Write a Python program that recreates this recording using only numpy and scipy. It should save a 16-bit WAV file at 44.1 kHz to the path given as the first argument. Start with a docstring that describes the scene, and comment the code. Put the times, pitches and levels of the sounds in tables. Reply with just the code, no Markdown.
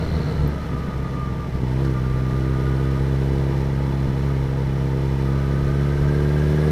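"""Motorcycle from the handlebars

One microphone on the bars, in the open air, an arm's length above a four-cylinder engine. The bike coasts
with a burbling exhaust, takes up the throttle with a small jerk, cruises and gently gathers speed.
Gears whine, the valve train rustles, wind buffets the microphone and road bumps thud through the frame."""
import sys
import numpy as np
from scipy.fft import rfft, irfft, next_fast_len
from scipy.io import wavfile
from scipy.ndimage import uniform_filter1d, map_coordinates

SR = 44100
rng = np.random.default_rng(int(sys.argv[2]) if len(sys.argv) > 2 else 0)


def transcribe(signal):
    """Save signal, clipped to [-1, 1], as a 16-bit WAV file at the path in sys.argv[1]."""
    frames = np.atleast_2d(signal).T
    limited = np.clip(frames, -1, 1)
    pcm = np.round(limited * 32767).astype(np.int16)
    wavfile.write(sys.argv[1], SR, pcm)


N = 295911


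# tones of the exhaust pipe, behind the rider: crank_multiple, relative_level_db
PIPE_ORDERS = [(2.5, 1), (3, 4.5), (3.5, -15.5), (4, 1), (4.5, -14.5), (5, 1.3), (5.5, -22), (6, -1.8),
               (6.5, -12), (7, -10.5), (7.5, -9.5), (8, -29), (8.5, -19.5), (9, -22), (10, -21), (12, -37),
               (13, -26)]
# silencer resonances, which set the tones' phases: pitch_hz, width_hz, weight_db
SILENCER_MODES = [(125, 70, 0), (400, 190, -8)]
# airbox resonance: pitch_hz, width_hz, gain_db
AIRBOX_MODES = [(469, 12.3, 3.5)]

def exhaust(drive, turns, regular, flutter_db=1.24, roughness=0.083, bark_db=11.5, bark_hz=368):
    """One sharp pulse a turn and the twice-a-turn firing, as crank orders that ring in the silencer."""
    hop = 100  # samples per update of a tone's gain and phase
    speed, throttle = (control[::hop] for control in drive)

    def tone(order, db):
        half_orders = round(2 * order)  # the pitch snaps to the nearest half order
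        lag = np.angle(resonances(SILENCER_MODES, order * speed))
        # half orders lie in quadrature: alternate pulses come slightly early and late
        lag = lag + np.pi / 2 * (half_orders % 2)
        gain, lag = np.repeat([amp(db), lag], hop, axis=1)[:, :N]
        return -np.sqrt(2) * gain * np.cos(np.pi * half_orders * turns + lag)

    def flutter(rate):
        return wobble(rate)[::hop]

    def bark(order, width_hz=75):
        # throttle brings out the orders near the silencer's upper resonance
        return bark_db * (throttle - .5) * np.exp(-((order * speed - bark_hz) / width_hz) ** 2)
    pulse = level(drive, db=-31, throttle_db=7, octave_db=3) * tone(0.75, 0.82 * flutter(16))
    drone = level(drive, db=-24.5, throttle_db=3, octave_db=12) * regular * tone(1.91, 0.41 * flutter(14))
    pipe = sum(tone(order, db + bark(order) + flutter_db * flutter(7)) for order, db in PIPE_ORDERS)
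    # the open throttle lets the airbox ring along
    airbox = filtered(pipe, lambda hz: resonances(AIRBOX_MODES, hz))
    airbox *= level(drive, db=-6.5, throttle_db=11.5, octave_db=9)
    firing_strength = regular * (1 + roughness * wobble(130))
    overtones = level(drive, db=-39.5, throttle_db=2, octave_db=5) * firing_strength * (pipe + airbox)
    # under load the gas rasps through the silencer in puffs
    puffs = amp(3.2 * np.cos(2 * np.pi * turns)) * ringing([(470, 120, 0)])
    rasp = level(drive, db=-55, throttle_db=13, octave_db=28) * puffs
    return pulse + drone + overtones + rasp


# spectrum of the pops in the pipe, as heard at the bars: frequency_hz, level_db
BURBLE_SPECTRUM = [(30, -39), (60, -3), (100, -2.5), (160, 3), (215, -7), (260, -7.5), (380, -15),
                   (470, -11), (560, -25), (900, -29), (2000, -68.5)]

def burble(drive, turns, scatter_db=6, jitter_s=0.00328):
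    """Weak, late and uneven firings pop in the pipe, fading as the throttle opens."""
    speed, throttle = drive
    firings = np.flatnonzero(np.diff(np.floor(2 * turns)))
    late, size = rng.uniform(-0.98, 1, (len(firings), 2)).T
    onsets = np.clip(firings + late * jitter_s * SR, 0, N - 1).astype(int)
    pops = coloured(np.bincount(onsets, -amp(scatter_db * size), N), BURBLE_SPECTRUM)
    opened = np.minimum(throttle / .58, 1) ** 2
    return level((speed, opened), db=-28, throttle_db=-11.5, octave_db=5.5) * pops


# crankcase resonances, below the microphone: pitch_hz, width_hz, level_db
CRANKCASE_MODES = [(625, 60, 4.5), (873, 98, -1), (980, 41, -0.5), (1203, 130, -1), (1556, 400, -6.5),
                   (1920, 320, -7.5)]

def crankcase(drive):
    """Combustion shakes the crankcase."""
    return level(drive, db=-41.6, throttle_db=2, octave_db=12) * ringing(CRANKCASE_MODES)


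# spectrum of the intake air: frequency_hz, level_db
INTAKE_SPECTRUM = [(60, -23.5), (170, 3.5), (260, 2), (450, 3.5), (560, -2.5), (750, -9.5), (1100, -23),
                   (2000, -11.5), (2600, -19.5), (5000, -31.5), (15000, -47)]

def intake(drive, turns):
    """The intake draws a puff of air once a turn."""
    puffs = amp(2 * np.cos(2 * np.pi * (turns - .16))) * coloured(noise(), INTAKE_SPECTRUM)
    return level(drive, db=-40, throttle_db=1.9, octave_db=10) * puffs


# spectrum of the valve train, an arm's length away: frequency_hz, level_db
VALVE_SPECTRUM = [(900, -22), (2200, 4.5), (2700, 0.5), (4600, -2), (5800, -8), (7000, -11.5), (9300, -11),
                  (10500, -12), (15000, -13.5)]
# engine cover resonances: pitch_hz, width_hz, level_db
COVER_MODES = [(2993, 116, 4.5), (3457, 105, 3.5), (4040, 290, 0.5), (5440, 1000, -4.5)]

def valve_train(drive):
    """The valve train rustles and rings in the covers."""
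    rustle = coloured(noise(), VALVE_SPECTRUM) + amp(-0.5) * ringing(COVER_MODES)
    flicker = amp(1.06 * wobble(260) + 0.3 * wobble(15))
    return level(drive, db=-54.5, throttle_db=3, octave_db=13.5) * flicker * rustle


def throttle_sizzle(drive):
    """Air sizzles past the throttle plate as it opens."""
    sizzle = amp(1.6 * wobble(18)) * ringing([(9100, 930, 2), (12500, 4900, -7)])
    return level(drive, db=-76.5, throttle_db=13.5, octave_db=20) * sizzle


# the drive shunts, so the teeth bounce clear (-) or bite (+): centre_s, half_length_s, whine_change_db
GEAR_LASH = [(1.11, 0.014, -12), (1.37, .02, -13), (1.485, .02, -20), (1.55, .025, 4), (1.7, 0.098, -24),
             (1.865, .025, 5), (1.92, .018, -23), (1.97, .02, 5.5), (2.02, 0.013, -12), (4.3, 0.022, 16)]
# gear housing resonance: pitch_hz, width_hz, gain_db
HOUSING_MODES = [(1195, 126, 0)]
# clutch cover resonance: pitch_hz, width_hz, gain_db
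CLUTCH_MODES = [(1198, 43, 0)]
# gearbox resonances, down by the rider's feet: pitch_hz, width_hz, level_db
GEARBOX_MODES = [(819, 26, -2.5), (898, 33, 0), (974, 33, -4)]

def gears(drive, grip_hz_per_s=1.83, slack_rad=0.53, runout_db=7):
    """Teeth whine while the bike slows or gathers speed, and rattle loosely while its speed is steady."""
    speed, throttle = drive
    turns = np.cumsum(speed) / SR
    acceleration = uniform_filter1d(np.gradient(speed) * SR, size=SR // 4)
    loose = 1 / (1 + (acceleration / grip_hz_per_s) ** 4)
    contact = amp(-15 * loose + swells(GEAR_LASH))
    beat = np.cos(2 * np.pi * turns)
    torque = 1 + .65 * beat  # the teeth are loaded and released once a turn

    def mesh(order):
        phase = 2 * np.pi * order * turns + slack_rad * wobble(45) + 0.85 * wobble(8)
        return unit(np.sin(phase) * amp(2.2 * wobble(25)) * torque)
    main, side, upper = mesh(18.45), mesh(17.5), mesh(22)
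    housed = filtered(main + amp(-6.5 - 9 * throttle) * side, lambda hz: resonances(HOUSING_MODES, hz))
    # a slightly eccentric gear bites harder once in four crank turns
    bite = amp(runout_db * throttle * np.cos(2 * np.pi * turns / 4))
    whine = level(drive, db=-43.5, throttle_db=-0.5, octave_db=10) * housed
    whine += level(drive, db=-53, throttle_db=8, octave_db=3) * unit(bite * upper)
    whine = filtered(contact * whine, lambda hz: 1 + resonances(CLUTCH_MODES, hz))
    rattle = amp(-50 + 6 * loose + 0.76 * beat) * ringing(GEARBOX_MODES)
    return whine + rattle + coasting_buzz(drive, torque)


def coasting_buzz(drive, torque, full_above_hz=74.5, fall_db_per_hz=3):
    """On a closed throttle a thin metallic buzz and the airbox's hollow hum fade as the engine slows."""
    speed, throttle = drive
    metal = amp(-3.5) * torque * ringing([(4160, 270, 0)])
    hum = amp(5) * ringing(AIRBOX_MODES) + amp(1) * ringing([(660, 70, 0)])
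    fade_db = fall_db_per_hz * np.maximum(full_above_hz - speed, 0)
    return amp(-46 - fade_db - 18 * throttle) * (metal + hum)


# spectrum of the wind right on the microphone: frequency_hz, level_db
BUFFET_SPECTRUM = [(10, -15), (25, 3.5), (48, 1.5), (90, -1), (150, -4.5), (300, -18), (700, -27.5),
                   (2000, -70)]
# the strongest gusts: centre_s, half_length_s, boost_db
GUSTS = [(.13, .1, 6), (.43, 0.11, 9), (1.17, .1, 8.5), (2.13, 0.059, 9), (2.33, .045, 8), (2.97, .08, 4.5),
         (3.34, .09, 7), (3.63, .1, 6), (4.08, .045, 11), (5.69, .07, 7), (6.05, .08, 10)]

def wind(steady_db=-38.4, drift_db=1, lump_db=2.8):
    """Turbulent air bumps against the microphone."""
    buffet_db = steady_db + drift_db * wobble(4.3) + swells(GUSTS)
    return amp(buffet_db) * unit(amp(lump_db * wobble(12)) * coloured(noise(), BUFFET_SPECTRUM))


# bumps in the road under the wheels: start_s, relative_level_db
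ROAD_BUMPS = [(0.065, -10.5), (0.138, -8), (0.441, -12), (0.886, -9), (1.553, -11), (1.634, -11),
              (4.075, -12)]

def road_bumps(t60_s=0.02):
    """Bumps thud up through the frame to the bars as three damped low tones."""
    out = np.zeros(N)
    for start_s, bump_db in ROAD_BUMPS:
        age = np.maximum(np.arange(N) / SR - start_s, 0)
        for hz, mode_db in [(100, -23), (150, -0.5), (240, -18)]:
            out -= amp(bump_db + mode_db - 60 * age / t60_s) * np.sin(2 * np.pi * hz * age)
    return out


# two faint ticks: start_s, level_db, pitch_hz, t60_s
TICKS = [(0.476, -43, 13800, .03), (1.848, -43, 4450, .06)]

def ticks(width_hz=1400):
    """A faint, very high, brief tick, then a lower one as the drive takes up its slack."""
    out = np.zeros(N)
    for start_s, db, hz, t60_s in TICKS:
        age = np.arange(N) / SR - start_s
        out += amp(db - 60 * np.abs(age) / t60_s) * (age > 0) * ringing([(hz, width_hz, 0)])
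    return out


def level(drive, db, throttle_db, octave_db, cruise_hz=67):
    """Gain of a part: db when coasting at cruise_hz, changed by throttle and per doubling of speed."""
    speed, throttle = drive
    return amp(db + throttle_db * throttle + octave_db * np.log2(speed / cruise_hz))


def amp(db):
    """Decibels to gain."""
    return 10 ** (np.asarray(db) / 20)


def unit(x):
    """Scale to rms 1."""
    return x / np.sqrt(np.mean(x ** 2) + 1e-20)


def noise():
    """White noise of rms 1."""
    return rng.standard_normal(N)


def curve(rows):
    """Straight lines through (time_s, value) rows, one value per sample."""
    return np.interp(np.arange(N) / SR, *np.transpose(rows))


def swells(rows):
    """A bell-shaped swell for each (centre_s, half_length_s, size) row."""
    t = np.arange(N) / SR
    return sum(size * np.exp(-((t - centre) / half) ** 2) for centre, half, size in rows)


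def wobble(rate):
    """A smooth random curve, rate knots a second."""
    at = np.arange(0, N + 32, 32)
    knots = rng.standard_normal(int(N * rate / SR) + 4)
    return np.interp(np.arange(N), at, map_coordinates(knots, [at * rate / SR]))


def filtered(x, response):
    """x through a response given as a function of frequency."""
    size = next_fast_len(N + SR // 2)
    return irfft(rfft(x, size) * response(np.fft.rfftfreq(size, 1 / SR)), size)[:N]


def coloured(x, points):
    """x through a causal filter given as (frequency_hz, level_db) points, at rms 1."""
    def response(hz):
        points_hz, db = np.transpose(points)
        gain = amp(np.interp(np.log(hz + 1), np.log(points_hz), db))
        cepstrum = irfft(np.log(gain))
        # folding onto positive time gives minimum phase
        cepstrum[1:len(cepstrum) // 2] *= 2
        cepstrum[len(cepstrum) // 2 + 1:] = 0
        return np.exp(rfft(cepstrum))
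    return unit(filtered(x, response))


def resonances(modes, hz):
    """Complex response of (pitch_hz, width_hz, gain_db) modes."""
    return sum(amp(db) * 1j * hz * width / (pitch ** 2 - hz ** 2 + 1j * hz * width)
               for pitch, width, db in modes)


def ringing(modes):
    """Modes shaken by noise, as by dense random impacts, at rms 1; the skirts fall steeply."""
    def power(hz, pitch, width):
        return (hz * width) ** 2 / ((pitch ** 2 - hz ** 2) ** 2 + (hz * width) ** 2)

    def gain(hz):
        return np.sqrt(sum(amp(db) ** 2 * power(hz, pitch, width) * power(hz, pitch, 5 * width)
                           for pitch, width, db in modes))
    return unit(filtered(noise(), gain))


# crankshaft speed, as the moving bike holds it: time_s, speed_hz
CRANK_SPEED = [(0, 79.3), (.43, 72.4), (.8, 67.6), (1.25, 65), (1.68, 63.2), (2.05, 64.2), (2.95, 67.05),
               (3.3, 67.6), (3.85, 68), (4.6, 67), (5.28, 67.5), (5.8, 69.7), (6.1, 71.5), (6.71, 76.3)]
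# the rider's hand beside the microphone: time_s, throttle_fraction (0 closed, 1 pulling away)
THROTTLE = [(0, 0), (1.57, 0.0061), (1.68, 0.45), (1.84, .75), (1.97, 0.55), (2.5, .75), (3.4, .8),
            (3.85, 0.45), (4.28, 0.6), (4.5, 0.43), (5.15, 0.62), (5.7, 0.75), (6.71, 0.96)]
# the crank jerks within the slack of the drive: centre_s, half_length_s, extra_speed_hz
CRANK_JERKS = [(1.83, 0.066, 4.5), (4.12, .07, -1.17), (4.25, 0.0625, 1.8)]
# the exhaust surges while coasting: centre_s, half_length_s, boost_db
EXHAUST_SURGES = [(.16, .08, 4), (.45, 0.085, 7), (1.18, .06, 1)]

def scene(coast_firing=0.33, clean_throttle=0.51):
    """Speed and throttle drive every part of the engine; the crankshaft runs less evenly when coasting."""
    speed, throttle = curve(CRANK_SPEED), curve(THROTTLE)
    regular = np.interp(throttle, [0, clean_throttle], [coast_firing, 1])  # share of regular firing
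    crank = speed + swells(CRANK_JERKS)
    drive = crank, throttle
    turns = np.cumsum(crank * (1 + 0.0018 * wobble(20))) / SR
    hunting = 0.027 * (1 - regular) * wobble(24.8)
    tailpipe = amp(swells(EXHAUST_SURGES)) * exhaust(drive, turns + hunting, regular) + burble(drive, turns)
    engine = crankcase(drive) + intake(drive, turns) + valve_train(drive) + throttle_sizzle(drive)
    gearbox = gears((speed, throttle))  # the clutch springs keep the crank's jerks from the gears
    return (tailpipe + engine + gearbox + wind() + road_bumps() + ticks())[None]


def record(dry, top_hz=15330):
    """The mono camera microphone on the handlebars keeps nothing above its band limit."""
    return filtered(dry[0], lambda hz: hz < top_hz)[None]


dry = scene()
out = record(dry)
transcribe(out)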